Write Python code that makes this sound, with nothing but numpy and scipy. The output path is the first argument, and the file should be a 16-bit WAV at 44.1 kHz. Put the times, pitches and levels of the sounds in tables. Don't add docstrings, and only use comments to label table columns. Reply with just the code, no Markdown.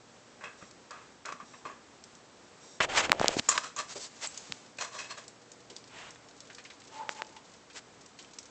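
import sys
import numpy as np
from scipy import signal
from scipy.fft import rfft, irfft
from scipy.io import wavfile
from scipy.ndimage import uniform_filter1d

SR = 44100
rng = np.random.default_rng(int(sys.argv[2]) if len(sys.argv) > 2 else 0)


def to_wav(sig):
    pcm = np.clip(np.atleast_2d(sig), -1, 1) * 32767
    pcm = np.round(pcm).astype(np.int16)
    wavfile.write(sys.argv[1], SR, pcm.T)


N = 374850
T = np.arange(N) / SR


def undb(db):
    return 10 ** (np.asarray(db) / 20)


def unit(x):
    return x / np.sqrt(np.mean(x ** 2))


def add(out, start_s, x):
    i = int(start_s * SR)
    out[i:i + len(x)] += x[:N - i]


def colour(x, points):
    hz, db = np.transpose(points)
    bin_hz = np.maximum(np.arange(len(x) // 2 + 1) * SR / len(x), 1)
    curve_db = np.interp(np.log(bin_hz), np.log(hz), db)
    return irfft(rfft(x) * undb(curve_db), len(x))


def band(x, hz, kind, order=2):
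    return signal.sosfilt(signal.butter(order, hz, kind, fs=SR, output="sos"), x)


def resonate(x, hz, width_hz):
    sharpness = hz / min(width_hz, SR / 4)
    return signal.lfilter(*signal.iirpeak(min(hz, SR / 4), sharpness, fs=SR), x)


def wander(rate):
    hold = int(SR / rate)
    stairs = np.repeat(rng.standard_normal(N // hold + 1), hold)
    return 1.3 * uniform_filter1d(uniform_filter1d(stairs, hold), hold)[:N]


def friction(grip_db, catch_hz):
    span = int(SR / catch_hz)
    catch = unit(uniform_filter1d(uniform_filter1d(rng.standard_normal(SR), span), span))
    return rng.standard_normal(SR) * undb(grip_db * catch)


def tint(x, bass_db, treble_db):
    hz, spectrum = np.maximum(np.arange(SR // 2 + 1), 1.), rfft(x)
    low = 1 / (1 + (hz / 700) ** 8)
    high = 1 / (1 + (3300 / hz) ** 10)
    parts = (bass_db, low), (0, 1 - low - high), (treble_db, high)
    return sum(undb(db) * unit(irfft(spectrum * share, SR)) for db, share in parts)


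def swell(rise_s, fall_s, shape):
    t = T[:SR]
    rise = np.sin(np.pi / 2 * np.minimum(t / rise_s, 1)) ** 2
    return rise * shape(np.maximum(t - rise_s, 0) / fall_s)


def decay(progress):
    return undb(-60 * progress)


def ease_out(progress):
    return np.cos(np.pi / 2 * np.minimum(progress, 1)) ** 2


def crackles(events, attack_s=0.000088, scatter=0.23):
    out, t = np.zeros(N), T[:SR // 8]
    for (start, db, hz, t60, width), noise in zip(events, rng.standard_normal((len(events), len(t)))):
        main = resonate(noise, hz, width * hz)
        drop = np.clip(scatter * width * abs(noise[0]), 0, .7)
        lower = undb(-3) * resonate(noise, hz * (1 - drop), width_hz=500)
        fade = (1 - np.exp(-t / attack_s)) * decay(t / t60)
        burst = unit((main + lower) * fade)
        add(out, start, undb(db) * np.sqrt(np.mean(fade ** 2)) * burst)
    return out


def background(air_db=-56.5, sway_db=-0.5, hum_sway_db=2.5):
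    # f/Hz, relative level/dB
    air_tone = [(15, -44.5), (25, -24), (91, -9), (108, -9), (215, -4), (255, -5), (281, -6), (386, -4.5),
                (469, -4.5), (908, -8.5), (1050, -8.5), (2790, -16), (6900, -17.5), (8600, -16.5),
                (11200, -85), (18900, -120)]
    # f/Hz, typical level/dB
    hum_notes = [(120, -77.5), (234, -77.5), (285, -72.5), (478, -75.5)]
    air = unit(colour(rng.standard_normal(N), air_tone)) * undb(air_db + sway_db * wander(11))
    hum = np.zeros(N)
    for hz, db in hum_notes:
        note = unit(np.sin(2 * np.pi * hz * T + wander(5)))
        hum += note * undb(db + hum_sway_db * wander(0.68))
    return air + hum


def bowl(gain_db=-2, judder_db=8, shaded_until_s=2.5, tap_rise_s=0.0021, tap_t60=0.05, tap_hz=1200):
    # t/s, rise/s, t60/s, relative level/dB, judder f/Hz
    scuffs = [(0.407, 0.0039, 0.52, -45.5, 1570), (.437, 0.0022, 0.17, -35.5, 2610),
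              (.6, 0.028, .17, -50, 1290), (0.905, .003, 0.51, -44, 1285), (1.251, 0.0023, 0.29, -38, 1360),
              (1.277, 0.012, 0.25, -40.5, 1120), (1.398, 0.0038, 0.18, -44, 1170),
              (1.534, 0.0069, .1, -47, 484), (1.649, 0.0044, 0.33, -38.5, 1140),
              (3.486, 0.0032, .1, -25.5, 1180), (3.503, 0.015, 0.18, -30, 1240),
              (3.542, 0.015, 0.19, -33.5, 987), (3.62, 0.023, 0.23, -38.5, 1315),
              (3.761, 0.0025, 0.24, -40, 1040), (3.774, .014, .16, -34, 1130),
              (4.783, .003, 0.093, -36, 2530), (4.798, 0.017, 0.23, -34.5, 670),
              (4.899, 0.059, 0.21, -41.5, 1090), (4.976, .015, 0.39, -40, 2550),
              (5.085, 0.028, 0.14, -40.5, 4300), (5.167, 0.014, 0.17, -43, 614)]
    # t/s, relative level/dB
    taps = [(1.321, -36.5), (3.486, -27), (3.575, -24.5), (3.799, -31), (4.81, -38), (4.845, -35.5)]
    # f/Hz, width/Hz, relative level/dB
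    rings = [(370, 580, -9), (618, 210, -0.5), (1080, 155, 4.5), (1297, 237, 2), (1610, 334, 1.5),
             (2113, 245, -0.5), (2550, 160, 0), (3300, 310, -7), (3920, 270, -9.5), (4250, 140, -7.5),
             (5110, 340, -11.5), (5600, 77, -7), (6040, 190, -10), (6660, 95, -6), (7300, 1700, -13.5)]
    out = np.zeros(N)
    pushes = scuffs + [(start, tap_rise_s, tap_t60, db, tap_hz) for start, db in taps]
    for start, rise_s, t60, level_db, judder_hz in pushes:
        slips = friction(grip_db=2, catch_hz=570)
        slips = slips + undb(judder_db) * resonate(slips, judder_hz, width_hz=110)
        walls = sum((-1) ** k * undb(db) * resonate(slips, hz, width)
                    for k, (hz, width, db) in enumerate(rings))
        bass_db, treble_db = (-10.5, -13.5) if start < shaded_until_s else (-12.5, -1)
        add(out, start, undb(level_db) * tint(walls, bass_db, treble_db) * swell(rise_s, t60, decay))
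    return undb(gain_db) * out


def whirr(spacing_hz=943, width_hz=460):
    # t/s, length/s, level/dB
    spells = [(0.55, 0.17, -60.5), (1.424, 0.21, -61), (2.583, 0.23, -57)]
    noise, bands, loudness = rng.standard_normal(N), np.zeros(N), np.zeros(N)
    for multiple, db in enumerate([-4, -6, 1, -3, 1, -2], start=4):
        hz = multiple * spacing_hz
        bands += undb(db) * resonate(resonate(noise, hz, width_hz), hz, width_hz)
    for start, length, db in spells:
        add(loudness, start, undb(db) * signal.windows.tukey(int(length * SR)))
    return unit(bands) * loudness


def steps(t60=0.13, attack_s=0.00055):
    # t/s, level/dB, f/Hz
    bumps = [(0.623, -46.5, 232), (.72, -51, 270), (1.338, -53, 237), (1.424, -50, 226), (1.651, -43, 400),
             (3.955, -37.5, 450), (4.42, -51, 190), (4.496, -44.5, 200), (5.701, -49, 392)]
    out, t = np.zeros(N), T[:SR // 5]
    fade = (1 - np.exp(-t / attack_s)) * decay(t / t60)
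    for start, db, hz in bumps:
        ring = resonate(rng.standard_normal(len(t)), hz, hz / 2)
        thud = unit(band(ring, 2 * hz, "low"))
        add(out, start, undb(db) * thud * fade)
    return out


def chewing(gain_db=-7, bite_hz=7030, bite_t60=0.024, bite_width=0.82, smack_t60=0.089, smack_width=1,
            nibble_count=18, nibbles_from_s=4.3):
    # t/s, relative level/dB
    bites = [(.711, -37), (.908, -32), (1.256, -26.5), (1.323, -33), (2.039, -33.5), (2.151, -38),
             (4.344, -33), (4.375, -22), (5.28, -30.5), (5.517, -32.5), (5.764, -26.5), (6.106, -33.5),
             (6.404, -31), (6.548, -32), (8.061, -35.5), (8.226, -40), (8.386, -24), (8.429, -36.5)]
    # t/s, relative level/dB, f/Hz
    smacks = [(5.703, -41, 4130), (6.5, -38, 1880), (6.583, -36.5, 2270), (6.65, -36.5, 2580),
              (6.701, -37.5, 2500), (7.364, -39.5, 3470), (7.7, -43, 2480), (8.189, -36, 3780)]
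    events = [(start, db, bite_hz, bite_t60, bite_width) for start, db in bites]
    events += [(start, db, hz, smack_t60, smack_width) for start, db, hz in smacks]
    nibble_times = rng.uniform(nibbles_from_s, T[-1], nibble_count)
    for start, (size, pitch) in zip(nibble_times, rng.standard_normal((nibble_count, 2))):
        db, hz = -41 + 2 * size, 5000 * 2 ** (0.61 * pitch)
        events.append((start, db, hz, bite_t60, bite_width))
    return undb(gain_db) * crackles(events)


def cloth(catch_hz, bass_db, treble_db):
    # f/Hz, relative level/dB
    tone = [(40, -19), (120, -18), (300, -12.5), (850, -2), (1500, -2), (2600, -2.5), (3500, -1),
            (4500, 2.5), (5500, 2), (7200, 3.5), (8600, -0.5)]
    slips = friction(grip_db=1, catch_hz=catch_hz)
    return tint(colour(slips, tone), bass_db, treble_db)


def sleeve(even_db=-42, bass_slope=0.81):
    # t/s, level of the middle pitches/dB
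    drag = [(2.802, -47), (2.805, -26.5), (2.852, -33), (2.864, -55), (2.884, -56), (2.892, -38.5),
            (2.94, -38), (2.98, -23), (3.005, -28.5), (3.022, -38.5), (3.05, -30), (3.08, -49), (3.17, -53),
            (3.22, -38), (3.34, -42), (3.362, -51), (3.393, -35), (3.405, -56)]
    # t/s, treble against the middle/dB
    brightness = [(2.805, -18), (2.828, 0), (2.86, -8.5), (2.98, -.5), (3.08, -5.5), (3.27, -6), (3.375, 7)]
    out, t = np.zeros(N), drag[0][0] + T[:SR]
    db = np.interp(t, *np.transpose(drag))
    bass_db = bass_slope * (even_db - db)
    treble_db = np.interp(t, *np.transpose(brightness))
    rub = cloth(catch_hz=380, bass_db=bass_db, treble_db=treble_db)
    add(out, t[0], undb(db) * rub * (t < drag[-1][0]))
    return out


def phone_case(snap_t60=0.00099, knock_cycles=4.5, crack_db=-17, crack_s=0.0013):
    # t/s, relative level/dB, f/Hz
    snaps = [(2.8045, -9, 880), (2.8082, -6.5, 1950), (2.8475, -14, 1290), (3.0956, -11.5, 1660),
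             (3.1184, 2.5, 2340), (3.118, -7.5, 4600), (3.1968, -16, 5030), (3.23, -18, 2500),
             (3.259, -15, 2500), (3.282, 1, 5040), (3.3956, -6.5, 4000), (3.5785, -7.5, 2540),
             (4.5226, -12.5, 3620), (7.0925, -11.5, 1690), (7.2202, -14, 1670)]
    # t/s, relative level/dB, f/Hz
    knocks = [(2.8049, -27, 220), (3.1003, -27, 250), (3.116, -24, 960), (3.129, -13, 1080),
              (3.148, -31, 650), (3.1978, -17, 1250), (3.203, -25.5, 175), (3.2136, -10, 690),
              (3.244, -9, 750), (3.2905, -16.5, 626), (3.3677, -17.5, 348), (3.395, -25, 260)]
    out, t = np.zeros(N), T[:SR // 30]
    hits = [(start, db, hz, snap_t60) for start, db, hz in snaps]
    hits += [(start, db, hz, knock_cycles / hz) for start, db, hz in knocks]
    for (start, db, hz, t60), noise in zip(hits, rng.standard_normal((len(hits), len(t)))):
        ring = np.sin(2 * np.pi * hz * t) * decay(t / t60)
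        crack = undb(crack_db) * noise * np.exp(-t / crack_s)
        hit = band(ring / ring.max() + crack, 0.3 * hz, "high")
        add(out, start, undb(db) * hit)
    return out


def brushing(rise_share=0.55):
    # t/s, length/s, level of the middle pitches/dB, treble against the middle/dB
    strokes = [(3.35, 0.21, -54.5, 6), (3.865, 0.094, -50, 10), (3.939, 0.059, -49.5, 11.5),
               (3.957, 0.14, -53, 15), (4.196, 0.09, -41.5, 7.5), (3.851, 0.97, -58, 8.5),
               (5.84, 0.34, -49, -4), (6.879, .16, -53.5, 1), (7.078, 0.07, -54.5, 8.5),
               (7.131, 0.097, -52, 2), (7.733, 0.075, -46.5, 5)]
    out = np.zeros(N)
    for start, length, db, treble_db in strokes:
        rub = cloth(catch_hz=770, bass_db=-9.5, treble_db=treble_db)
        loudness = swell(rise_share * length, (1 - rise_share) * length, ease_out)
        add(out, start, undb(db) * rub * loudness)
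    return out


def clinking(gain_db=-7, width=0.06):
    # t/s, relative level/dB, f/Hz, t60/s
    clinks = [(3.488, -6, 7100, 0.046), (3.763, -28, 6700, 0.043), (4.272, -17, 7700, .011)]
    return undb(gain_db) * crackles([(*clink, width) for clink in clinks])


def licking(count=45, from_s=4.9, db=-54, spread_db=3, hz=5500, width_hz=4500, t60=0.055):
    loudness, t = np.zeros(N), T[:SR // 20]
    for start, size in zip(rng.uniform(from_s, T[-1], count), rng.standard_normal(count)):
        add(loudness, start, undb(db + spread_db * size) * decay(t / t60))
    return loudness * unit(resonate(rng.standard_normal(N), hz, width_hz))


def squeak(gain_db=-3, hz=873, waver=0.0163, lower_hz=590, width_hz=60):
    # t/s, relative level/dB
    outline = [(6.88, -70), (6.932, -51), (7.026, -36.5), (7.046, -44), (7.148, -52), (7.204, -41.5),
               (7.296, -71), (7.378, -48), (7.42, -92)]
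    times, db = np.transpose(outline)
    grip = undb(3 * wander(110))
    pitch_hz = hz * (1 + waver * wander(140))
    note = unit(np.sin(2 * np.pi * np.cumsum(pitch_hz) / SR) * grip)
    slips = rng.standard_normal(N)
    rasp = undb(-3) * unit(resonate(slips, hz, width_hz))
    lower = undb(-12) * unit(resonate(slips, lower_hz, width_hz))
    loudness = undb(gain_db + np.interp(T, times, db)) * (T > times[0]) * (T < times[-1])
    return (note + rasp + lower) * loudness


def room(x, echo_db, t60, gap_s):
    t = T[:SR // 2]
    tail = rng.standard_normal(len(t)) * decay(t / t60) * (t > gap_s)
    return x + undb(echo_db) * signal.fftconvolve(x, tail / np.linalg.norm(tail))[:N]


def scene():
    on_tiles = room(bowl() + steps(), echo_db=-9.5, t60=0.3, gap_s=0.0012)
    small_sounds = chewing() + clinking() + licking() + squeak()
    meal = on_tiles + room(small_sounds, echo_db=-8.5, t60=0.16, gap_s=0.0034)
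    return (meal + sleeve() + brushing() + phone_case() + whirr() + background())[None]


def record(dry, top_hz=7950, clip_level=0.8, crack_top_hz=16500):
    narrow = band(dry, top_hz, "low", order=20)
    clipped = np.clip(narrow, -clip_level, clip_level)
    return signal.sosfilt(signal.ellip(8, .2, 70, crack_top_hz, fs=SR, output="sos"), clipped)


dry = scene()
out = record(dry)
to_wav(out)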